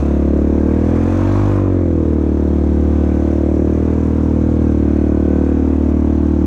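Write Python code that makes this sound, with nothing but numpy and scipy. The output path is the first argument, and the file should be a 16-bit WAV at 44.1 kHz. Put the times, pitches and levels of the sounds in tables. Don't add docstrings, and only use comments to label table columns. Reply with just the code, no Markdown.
import sys
import numpy as np
from scipy import signal
from scipy.fft import rfft, irfft, next_fast_len
from scipy.io import wavfile
from scipy.ndimage import uniform_filter1d, map_coordinates

SR = 44100
rng = np.random.default_rng(int(sys.argv[2]) if len(sys.argv) > 2 else 0)


def master_out(mix):
    frames = np.transpose(np.atleast_2d(mix))
    ceiling = np.clip(frames, -1, 1)
    pcm = np.round(ceiling * 32767).astype(np.int16)
    wavfile.write(sys.argv[1], SR, pcm)


N = 284886
CRUISE_HZ = 38

# pitch in Hz, width in Hz, level in dB against the others, extra gain (minus flips the wave).
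EXHAUST_MODES = [(123, 12.1, -9.5, -1.51), (238, 141, 0, -0.9), (334.2, 79.8, 1.5, 0.93)]
# pitch in Hz, width in Hz.
RASP, BUZZ, DRONE = (491.6, 124), (688.4, 107), (181, 17.1)
# level at cruise in dB, gain in dB per octave of engine speed.
RASP_LEVEL, BUZZ_LEVEL, DRONE_LEVEL = (-29.5, 14), (-45, -9), (-22, -14.5)
WANDER_DB = 1.3
BARK_DB, BARK_YIELDS = -15, 0.49
BARK_THROTTLE_DB = 0


def exhaust(cycle, rate, hum_db, gas):
    opening = cycle + .0023 * rate
    fired = np.flatnonzero(np.diff(np.floor(opening)) > 0)

    scatter = rng.standard_normal((len(fired), 2))
    late_samples = np.round(.00003 * SR * scatter[:, 0]).astype(int)
    pulses = np.zeros(N)
    pulses[np.clip(fired + late_samples, 0, N - 1)] = amp(0.27 * scatter[:, 1]) / rate[fired]
    pulses = filtered(pulses, lambda f: 1 / (1 + (f / 750) ** 6))

    revs = np.log2(rate / CRUISE_HZ)
    bark = np.zeros(N)
    for hz, width_hz, db, sign in EXHAUST_MODES:
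        ring = filtered(pulses, lambda f: mode(f, hz, width_hz))
        ring_db = db + 0.8 * wobble(2.482) + 2.3 * revs * np.log2(hz / 280)
        bark += sign * amp(ring_db) * ring
    bark_db = BARK_DB - BARK_YIELDS * (hum_db - hum_db.mean()) + BARK_THROTTLE_DB * gas

    rasp_db, buzz_db, drone_db = (db + speed_db * revs + WANDER_DB * wobble(3.504)
                                  for db, speed_db in (RASP_LEVEL, BUZZ_LEVEL, DRONE_LEVEL))
    rasp = amp(rasp_db) * unit(filtered(pulses, lambda f: mode(f, *RASP) ** 2))
    buzz = amp(buzz_db) * unit(filtered(pulses, lambda f: mode(f, *BUZZ) ** 2))
    drone = amp(drone_db) * unit(filtered(pulses, lambda f: mode(f, *DRONE)))
    return amp(bark_db) * unit(bark) + rasp - buzz + drone


# time in seconds, hum in dB, thump in dB (both before a shared 2.5 dB lift).
CRANK_LEVELS = [(0.06, -15.5, -43), (0.29, -15, -33), (1.06, -18, -27), (1.44, -15, -21),
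                (2.02, -16.5, -32), (2.11, -15.5, -44), (2.23, -17, -37.5), (2.89, -14, -37.5),
                (3.04, -15, -44), (3.13, -16.5, -38), (4.51, -17, -34), (4.61, -15.5, -41.5),
                (5.59, -17, -32), (5.69, -16.5, -42), (5.97, -16, -36), (6.4, -16.5, -36)]


def crank_levels():
    return curves(CRANK_LEVELS)


def crank(cycle, rate, hum_db, thump_db):
    late = cycle - .0055 * rate
    hum = amp(hum_db) * np.cos(2 * np.pi * (2 * late + .63))
    thump = amp(thump_db) * np.cos(2 * np.pi * (late - .145))
    return amp(2.5) * (hum + thump)


# frequency in Hz, level in dB per Hz.
GROWL_COLOUR = [(500, -26.5), (800, 0), (1150, 3), (1550, -7), (2000, -16), (3000, -41)]


def intake(cycle, rate):
    revs = np.log2(rate / 49)
    gulps = throb(2 * cycle, 3.3, at=0.13) * throb(cycle, 1.4, at=0.3) * amp(4.3 * wobble(90))
    air = rush(GROWL_COLOUR, patchy_db=1.5) + amp(4.0) * clatter(cycle, GROWL_COLOUR, renew=3.5)
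    return amp(-40.5 + 62 * revs) * gulps * air


# pitch in Hz, width in Hz, lift in dB.
BODY_PANELS = [(696, 140, -0.5), (915, 22, 4), (1101, 32, 3.5), (1602, 78, 3.5), (2460, 300, 3),
               (3560, 980, 5.5)]
# frequency in Hz, level in dB per Hz.
ROAR_COLOUR = [(350, -14.5), (600, 0.5), (1000, -2.5), (1600, -11), (2500, -19), (3000, -26.5), (4500, -32),
               (7000, -57)]
# frequency in Hz, level in dB per Hz.
GURGLE_COLOUR = [(15, -49.5), (30, -18.5), (100, -7), (190, 0.5), (300, -3.5), (480, -5), (700, -16.5),
                 (1000, -50)]
ROAR_DB, ROAR_THROTTLE_DB = -37.5, 8.5
RASPING_DB = 1.5


def roar(cycle, roar_db, gas):
    def panels(f):
        return 1 + sum((amp(db) - 1) * mode(f, hz, width_hz) for hz, width_hz, db in BODY_PANELS)

    mix = rush(ROAR_COLOUR, patchy_db=1.5) + amp(-2.5) * clatter(cycle, ROAR_COLOUR, renew=2.4)
    puffs = unit(filtered(throb(cycle, 1.1 + RASPING_DB * gas, at=0.14) * mix, panels))

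    knocking = amp(2.5) * clatter(cycle, GURGLE_COLOUR, renew=1.8)
    gurgle = throb(cycle, 1.0, at=0.23) * (rush(GURGLE_COLOUR, patchy_db=1.9) + knocking)

    teeth = 40
    whine_db = -17.5 - 9 * gas + 3.6 * wobble(2.2)
    whine = amp(whine_db) * np.sin(2 * np.pi * teeth * cycle)
    return amp(roar_db) * (puffs + whine) + amp(0.1 * roar_db - 25) * gurgle


def clatter(cycle, spectrum, renew, size=512):
    patterns = rng.standard_normal((40, size))
    where = [np.arange(N) * renew / SR, cycle * size]
    return tint(map_coordinates(patterns, where, mode="grid-wrap"), spectrum)


# frequency in Hz, level in dB per Hz.
WATER_COLOUR = [(3000, -17), (4800, -6.5), (6100, 0.5), (7500, -6.5), (9500, -14), (11000, -26),
                (12800, -15.5), (16000, -23)]
HISS_DB, HISS_THROTTLE_DB = -58, 7.5
HISS_SWELLS = 1.1


def water(cycle, hiss_db):
    flicker = unit(amp(1.2 * wobble(120)))
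    return amp(hiss_db) * flicker * throb(cycle, 0.72, at=0.26) * rush(WATER_COLOUR, patchy_db=1.0)


# time in seconds, change from the cruise level in dB.
SLOW_SWELL = [(0, 3), (.3, -0.5), (1.0, 1), (1.9, -2.5), (2.3, -1), (2.5, -0.5), (3.04, 1), (3.64, 0),
              (3.9, 1), (4.5, 0), (5.0, -0.5), (5.5, -0.5), (6.46, -1)]


def swell():
    return curves(SLOW_SWELL)[0]


# time in seconds, firings per second.
ENGINE_SPEED = [(0, 36.54), (0.13, 35.35), (0.4, 36.12), (0.75, 38.97), (1.0, 42.58), (1.3, 48.53),
                (1.45, 50.02), (1.6, 48.66), (1.77, 45.38), (1.9, 41.49), (2.03, 39.58), (2.05, 39.01),
                (2.25, 37.44), (2.85, 37.59), (3.5, 37.66), (3.95, 39.63), (4.33, 38.99), (4.52, 39.54),
                (4.87, 37.26), (5.2, 37.67), (5.55, 37.82), (5.72, 37.59), (6.3, 38.2), (6.46, 37.74)]


def engine_speed():
    return curves(ENGINE_SPEED)[0]


SKIP_S, SKIP_LAG, SKIP_LENGTH_S = 2.045, .03, .006
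SKIP_DB = -12


def skip():
    return np.exp(-((np.arange(N) / SR - SKIP_S) / SKIP_LENGTH_S) ** 2)


OPEN_S, FULL_S, LET_GO_S, SHUT_S = 0.63, 1.38, 1.51, 1.66


def throttle():
    return np.interp(np.arange(N) / SR, [OPEN_S, FULL_S, LET_GO_S, SHUT_S], [0, 0.99, .8, 0])


def amp(db):
    return 10 ** (np.asarray(db) / 20)


def unit(x):
    return x / np.sqrt(np.mean(x ** 2) + 1e-20)


def curves(rows):
    s, *cols = np.transpose(rows)
    return [np.interp(np.arange(N) / SR, s, c) for c in cols]


def wobble(rate):
    return map_coordinates(rng.standard_normal(int(N * rate / SR) + 4), [np.arange(N) * rate / SR])


def filtered(x, response):
    m = next_fast_len(N + SR // 2)
    return irfft(rfft(x, m) * response(np.fft.rfftfreq(m, 1 / SR)), m)[:N]


def mode(f, hz, width_hz):
    return 1j * f * width_hz / (hz * hz - f * f + 1j * f * width_hz)


def tint(x, spectrum):
    hz, db = np.transpose(spectrum)
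    return unit(filtered(x, lambda f: amp(np.interp(np.log(f + 1), np.log(hz), db, -120, -120))))


def rush(spectrum, patchy_db):
    z = signal.stft(rng.standard_normal(N), nperseg=512)[2]
    field = uniform_filter1d(rng.standard_normal(z.shape), 5, 0)
    field = uniform_filter1d(field, 14, 1)
    patchy = signal.istft(z * amp(patchy_db * unit(field)), nperseg=512)[1][:N]
    return tint(patchy, spectrum)


def throb(cycle, depth_db, at):
    return unit(amp(depth_db * np.cos(2 * np.pi * (cycle - at))))


def scene():
    rate = engine_speed()
    hum_db, thump_db = crank_levels()
    swell_db = swell()
    gas = throttle()
    skip_bump = skip()
    roar_db = ROAR_DB + ROAR_THROTTLE_DB * gas + swell_db + .5 * wobble(3.4)
    hiss_db = HISS_DB + HISS_THROTTLE_DB * gas + HISS_SWELLS * swell_db

    cycle = np.cumsum(rate / SR - SKIP_LAG * skip_bump / skip_bump.sum())
    engine = exhaust(cycle, rate, hum_db, gas)
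    engine += crank(cycle, rate, hum_db + SKIP_DB * skip_bump, thump_db)
    engine += intake(cycle, rate)
    engine += roar(cycle, roar_db, gas)
    return (engine + water(cycle, hiss_db))[None]


TOP_HZ = 15290


def record(dry):
    rounded = dry[0] / (1 + np.abs(dry[0] / .68) ** 5) ** (1 / 5)
    return filtered(rounded, lambda hz: hz < TOP_HZ)[None]


dry = scene()
out = record(dry)
master_out(out)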